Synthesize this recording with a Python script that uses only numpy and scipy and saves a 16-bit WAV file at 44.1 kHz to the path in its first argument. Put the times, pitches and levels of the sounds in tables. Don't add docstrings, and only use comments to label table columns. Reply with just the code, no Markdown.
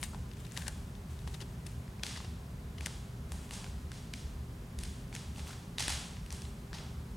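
import sys
import numpy as np
from scipy import signal
from scipy.fft import rfft, irfft
from scipy.io import wavfile
from scipy.ndimage import uniform_filter1d

SR = 44100
rng = np.random.default_rng(int(sys.argv[2]) if len(sys.argv) > 2 else 0)


def nominal_scale(level):
    x = np.asarray(level, float) / 20
    return 10 ** x


def wav_record(signal):
    frames = np.transpose(np.atleast_2d(signal))
    bounded = np.clip(frames, -1, 1)
    quanta = np.round(bounded * 32767).astype(np.int16)
    wavfile.write(sys.argv[1], SR, quanta)


N = 316139

# f/Hz, level/dB [dB per Hz]
AIR_SPECTRUM = [(20, -24), (48, 1), (70, -2), (105, -5.5), (160, -4), (215, -9.5), (300, -19), (480, -24),
                (1030, -29), (1700, -33), (2600, -37), (9000, -42), (12000, -44), (16000, -49)]
# f/Hz, level/dB [dB per Hz]
AIR_SIDE_SPECTRUM = [(40, -89), (125, -42), (250, -32), (500, -31), (1000, -31.5), (2000, -37),
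                     (4000, -43.5), (8000, -59), (16000, -76)]
# f/Hz, width/Hz, level/dB
HUM_LINES = [
    (119.6, 6.5, -55.5),
    (242, 4.9, -66.5),
    (358, 10, -73),
    (395.6, 1.65, -71.5),
    (1015, 33, -75.5),
]
# t/s [into the turn], level/dB
FAN_KNOCKS = [
    (.07, -2),
    (.19, 0.5),
]
# f/Hz, level/dB, t60/s
ROOM_TAIL = [(525, -32.5, 1), (840, -4.5, 0.79), (1330, -15.5, 1), (2130, -18, 0.99), (3280, -2, 0.77),
             (4230, -2.5, 0.71), (7160, 4, 0.41), (7700, 5.5, 0.7), (11800, 7, 0.17), (15000, -11, .4)]
# f/Hz, level/dB [side minus mid]
ROOM_SIDE_SPECTRUM = [(300, -16), (1000, -12), (3000, -8), (8000, -30), (15000, -53)]
# t/s [delay], level/dB
WALL_ECHOES = [
    (.0137, 4),
    (.0218, 6),
    (.0412, 3),
    (.054, -5),
]
# t/s, pan/dB [left minus right], wall echo level/dB, edge level/dB
WALK = [
    (0, 6, -17, 5),
    (1.5, 6.5, -25, 2.5),
    (2.0, 4, -23, -1.5),
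    (2.9, 4.5, -20, -1),
    (3.5, 2, -27, 2.5),
    (4.4, 1.8, -17, -1),
    (5.3, 1, -15, 1),
    (5.7, 0.5, -4, -1.5),
    (7.17, 4.5, -20, -4.5),
]
# t/s [fastest], level/dB, rise/s, fall/s
RUBS = [(0.05, -43.5, .09, 0.056), (0.26, -66, .09, .07), (0.405, -52.5, 0.054, .07),
        (0.59, -45, .11, 0.096), (0.77, -58, .04, 0.12), (1.105, -52.5, 0.019, 0.099),
        (1.336, -53, 0.18, 0.17), (1.69, -53.5, .07, 0.14), (3.33, -52, 0.047, .05),
        (3.45, -50.5, 0.097, 0.045), (4.21, -61, .04, .06), (5.36, -53, .03, .04), (5.465, -47, 0.035, .11)]
# t/s, level/dB
BOARD_SONG = [
    (0.53, -71),
    (0.584, -51),
    (0.74, -59),
]
# t/s, peak level/dB, ring f/Hz, body
# level/dB
PEELS = [(0.0363, -27.5, 8600, -3.5), (0.046, -36, 3830, -2), (0.1354, -43, 1120, 9),
         (0.4518, -42, 3720, 0), (0.5668, -34, 1820, -17), (0.5804, -38, 2640, 8), (0.669, -36, 1680, -1),
         (0.6944, -40.5, 1740, 6), (1.2784, -42, 3230, -6), (1.3432, -38.5, 3790, -10),
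         (1.348, -41, 3640, 2), (1.406, -42.5, 3010, -3), (1.4133, -38.5, 4700, -5),
         (1.4223, -35.5, 3430, 3), (1.6667, -33.5, 8900, -6), (1.6711, -51, 8900, 6),
         (2.1627, -36.5, 1800, -6), (2.1741, -33.5, 4650, 1), (2.2473, -38.5, 2760, 4),
         (2.7835, -37, 3040, -10), (3.3363, -51, 970, 6), (3.5373, -36, 6300, -9), (3.553, -41, 8830, -11),
         (4.8104, -44, 8350, -5), (4.852, -41, 4740, -4), (5.3935, -39.5, 2630, -15),
         (5.5069, -41, 1460, 1), (5.532, -41, 1610, -2), (6.74, -39.5, 4540, -2), (6.748, -36, 4520, -8)]
# t/s, peak level/dB, ring f/Hz, edge level/dB
TICKS = [(0.015, -35, 9990, -1), (0.1468, -32.5, 860, -16), (0.2927, -50, 3270, -7),
         (0.3154, -40.5, 2800, -18), (0.3357, -45, 3450, -11), (0.3699, -44, 2520, -13),
         (0.953, -41, 3490, -12), (1.1914, -41.5, 3620, -15), (1.8793, -42, 1710, -24),
         (1.9966, -42, 2450, -12), (2.2039, -32.5, 1070, -14), (2.8691, -24.5, 1640, -4),
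         (3.493, -42, 3270, -12), (3.6437, -32.5, 2320, -13), (3.6646, -36, 1540, -13),
         (5.1636, -31.5, 2300, -10), (6.1692, -39, 2840, -18), (6.2631, -38.5, 2760, -2),
         (6.326, -29, 5630, 7), (6.42, -34, 5130, -4), (0.4676, -41, 2600, -12), (0.5135, -43, 3970, -18),
         (0.607, -44, 4400, -8), (0.7244, -45, 7880, -1), (5.9343, -30, 6500, -8), (6.31, -49, 2685, -12),
         (6.453, -38.5, 4000, -12), (6.7855, -37.5, 2500, -12), (0.6826, -28.5, 1670, -10),
         (1.405, -40, 3000, -12)]
# t/s, peak level/dB, ring f/Hz, body level/dB, room send level/dB
CRACKS = [(0.0297, -20.5, 2130, -2, -28), (0.521, -34.5, 6900, 1, 2), (0.5751, -19.5, 3900, -1, -9.5),
          (0.622, -34, 1750, -9, -3), (0.681, -21.5, 8400, -3, -30), (1.2759, -29, 3720, 6.5, -6),
          (2.0349, -16.5, 3216, -6.5, -2.5), (2.0665, -26.5, 4570, -18, 0.5), (2.8089, -30, 2470, -0.5, 5),
          (2.8612, -19, 8550, -15, -13), (3.3204, -27, 8900, 1, -1.5), (3.5098, -29, 2820, -3, 7.5),
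          (3.9181, -30.5, 1430, -11, 1), (4.1376, -27, 2300, -19, -1.5), (4.789, -28, 10200, -18, -1.5),
          (4.8359, -27.5, 9690, -10, -3), (5.1281, -34, 2270, -4.5, 9), (5.1519, -26.5, 6890, -10, -13),
          (5.361, -36.5, 2810, 0, 10.5), (5.4717, -34, 2780, 0.5, 7.5), (5.784, -19.5, 3800, -8.5, 6.5),
          (5.882, -16.5, 8840, -6, 2), (6.3057, -32, 6000, -2.5, 6), (6.7313, -31, 1656, -0.5, 8)]

THROB_PERIOD_S, THROB_TOP_S = .5195, .19
BOARD_HZ = 1670


def colour(x, table):
    hz, db = np.transpose(table)
    n = x.shape[-1]
    log_hz = np.log(np.maximum(np.arange(n // 2 + 1) * SR / n, 1))
    return irfft(rfft(x) * nominal_scale(np.interp(log_hz, np.log(hz), db)), n)


def band(x, hz, width):
    return signal.lfilter(*signal.iirpeak(hz, hz / width, SR), x)


def unit(x):
    return x / np.sqrt(np.mean(x ** 2))


def curve(table):
    s, *columns = np.transpose(table)
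    return [np.interp(np.arange(N) / SR, s, column) for column in columns]


def stereo(mid, side):
    return np.array([mid + side, mid - side])


def air():
    noise = rng.standard_normal((2, N + N % 2))
    mid = colour(noise[0], AIR_SPECTRUM)[:N]
    side = colour(noise[1], AIR_SIDE_SPECTRUM)[:N]
    scale = nominal_scale(-44.5) / np.std(mid)
    deep = signal.sosfiltfilt(signal.butter(3, 97, fs=SR, output="sos"), mid)
    low = signal.sosfiltfilt(signal.butter(2, 280, fs=SR, output="sos"), mid)
    upper = low - deep
    hiss = mid - low
    deep = deep + 0.14 * band(deep, 65, 11.8)
    lag_s = 0.11
    throb = np.cos(2 * np.pi * (np.arange(N) / SR - THROB_TOP_S - lag_s) / THROB_PERIOD_S)
    return scale * stereo(deep + upper * nominal_scale(0.2 * throb) + hiss, side)


def hum():
    out = np.zeros(N)
    for hz, width, db in HUM_LINES:
        line = band(band(rng.standard_normal(N), hz, width), hz, width)
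        out += nominal_scale(db) * unit(line)
    for hz, db in [(405, -67.5), (119.9, -57)]:
        out += nominal_scale(db) * np.sqrt(2) * np.sin(2 * np.pi * hz * np.arange(N) / SR)
    return out


def fan():
    mode_hz, mode_width_hz, scatter_db = 71.3, 8.9, 1.2
    starts = np.arange(0, N / SR, THROB_PERIOD_S)
    knocks = np.zeros(N + SR)
    for s, db in FAN_KNOCKS:
        knocks[((starts + s) * SR).astype(int)] = nominal_scale(db + scatter_db * rng.standard_normal(len(starts)))
    thrum = band(band(knocks[:N], mode_hz, mode_width_hz), mode_hz, 2 * mode_width_hz)
    return nominal_scale(-48.5) * unit(thrum)


def room(x, echo_db):
    t = np.arange(SR) / SR
    swell = (1 - np.exp(-t / 0.034)) ** 0.81
    echoes = sum(nominal_scale(db) * np.exp(-((t - s) / 0.0023) ** 2) for s, db in WALL_ECHOES)
    tail = 0
    for hz, db, t60 in ROOM_TAIL:
        noise = band(rng.standard_normal((2, SR)), hz, .5 * hz) / np.sqrt(hz / 4000)
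        tail = tail + nominal_scale(db - 60 * t / t60) * noise
    tail = stereo(tail[0], colour(tail[1], ROOM_SIDE_SPECTRUM)) * nominal_scale(-20.5)
    late = signal.oaconvolve(x[None], tail * swell, axes=1)[:, :N]
    early = signal.oaconvolve((x * nominal_scale(echo_db))[None], (tail * echoes)[:, :4096], axes=1)[:, :N]
    return late + early


def strides(s, rise_s, fall_s):
    t = np.arange(N) / SR - s
    return np.maximum(-t / max(rise_s, .005), t / max(fall_s, .005))


def rubs():
    grain = nominal_scale(2.6 * rng.exponential(size=N // 44 + 1)).repeat(44)[:N]
    noise = unit(rng.standard_normal(N) * uniform_filter1d(grain, size=44))
    dull, bright = unit(band(noise, 2800, 2500)), unit(band(noise, 7200, 3300))
    bright_share = 0.29
    fade_db = -16.5
    speed = sum(nominal_scale(db + fade_db * strides(s, rise_s, fall_s)) for s, db, rise_s, fall_s in RUBS)
    rub = speed * nominal_scale(-8.0) * (np.sqrt(1 - bright_share) * dull + np.sqrt(bright_share) * bright)
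    start, end = (BOARD_SONG[0][0] - .02, -100), (BOARD_SONG[-1][0] + .02, -100)
    board_db, = curve([start] + list(BOARD_SONG) + [end])
    board = unit(band(band(noise, BOARD_HZ, 330), BOARD_HZ, 660))
    return rub + nominal_scale(board_db - 8.0) * board


def burst(grit, shape, hz, body_db, edge_db):
    edge_db = edge_db + 1.5 * np.log2(hz / 4000)
    tone = [(200, body_db + 5.5), (600, body_db), (1200, body_db), (1800, -2.0), (5500, -4.5),
            (7500, edge_db), (10000, edge_db), (13000, edge_db - 11.5), (17000, edge_db - 24)]
    spectrum = rfft(grit * shape)
    even = colour(irfft(spectrum / np.abs(spectrum)), [(f, 0.98 * db) for f, db in tone])
    near = colour(irfft(spectrum / np.sqrt(np.abs(spectrum))) * shape ** 0.084, tone)
    near = near + 1.4 * band(near, hz, 500 + .1 * hz)
    near = near + 0.15 * band(near, BOARD_HZ, 840)
    rebound_s = max(round(.0011 * hz), 1) / hz
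    near = near + nominal_scale(-9.5) * np.roll(near, int(rebound_s * SR))
    return near / np.abs(near).max(), 0.029 * unit(even)


def creep():
    t = (np.arange(1024) - 256) / SR
    return np.exp(np.minimum(t, 0) / .003 - np.maximum(t, 0) / .005)


def snap():
    t = (np.arange(1024) - 256) / SR
    return np.exp(-np.abs(t) / .00027) + .17 * creep()


def contacts(rows, shape, walk_edge_db):
    out = np.zeros((2, N + 1024))
    for s, db, hz, body_db, send_db, edge_db in rows:
        grit = rng.standard_normal(1024)
        near, send = burst(grit, shape, hz, body_db, edge_db + walk_edge_db[int(s * SR)])
        i = int(s * SR) - 256
        out[:, i:i + 1024] += [near * nominal_scale(db), send * nominal_scale(db + send_db)]
    return out[:, :N]


def peels(walk_edge_db):
    rows = [(*row, -7, -10.5) for row in PEELS]
    return contacts(rows, creep(), walk_edge_db)


def ticks(walk_edge_db):
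    rows = []
    for s, db, hz, edge_db in TICKS:
        body_db = -5 - 7 * np.log2(hz / 2500)
        rows.append((s, db, hz, body_db, -5.5, edge_db))
    return contacts(rows, snap(), walk_edge_db)


def cracks(walk_edge_db):
    rows = [(*row, -9) for row in CRACKS]
    return contacts(rows, snap(), walk_edge_db)


def scene():
    pan_db, echo_db, edge_db = curve(WALK)
    background = air() + hum() + fan()
    rub = rubs()
    direct, send = peels(edge_db) + ticks(edge_db) + cracks(edge_db)
    mid = direct + rub
    side = colour(np.append(mid, 0), [(200, -24), (1000, -3.0), (8000, 2.5), (13000, -13.5)])[:N]
    side = side * (nominal_scale(pan_db) - 1) / (nominal_scale(pan_db) + 1)
    return stereo(mid, side) + room(send + rub * nominal_scale(-19.0), echo_db) + background


def low_pass(x):
    return signal.sosfilt(signal.butter(12, 16520, fs=SR, output="sos"), x)


def record(dry):
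    mix = signal.sosfilt(signal.ellip(10, .3, 40, 16100, fs=SR, output="sos"), dry)
    mix = signal.sosfilt(signal.butter(4, 29, "high", fs=SR, output="sos"), mix)
    return low_pass(mix)


dry = scene()
out = record(dry)
wav_record(out)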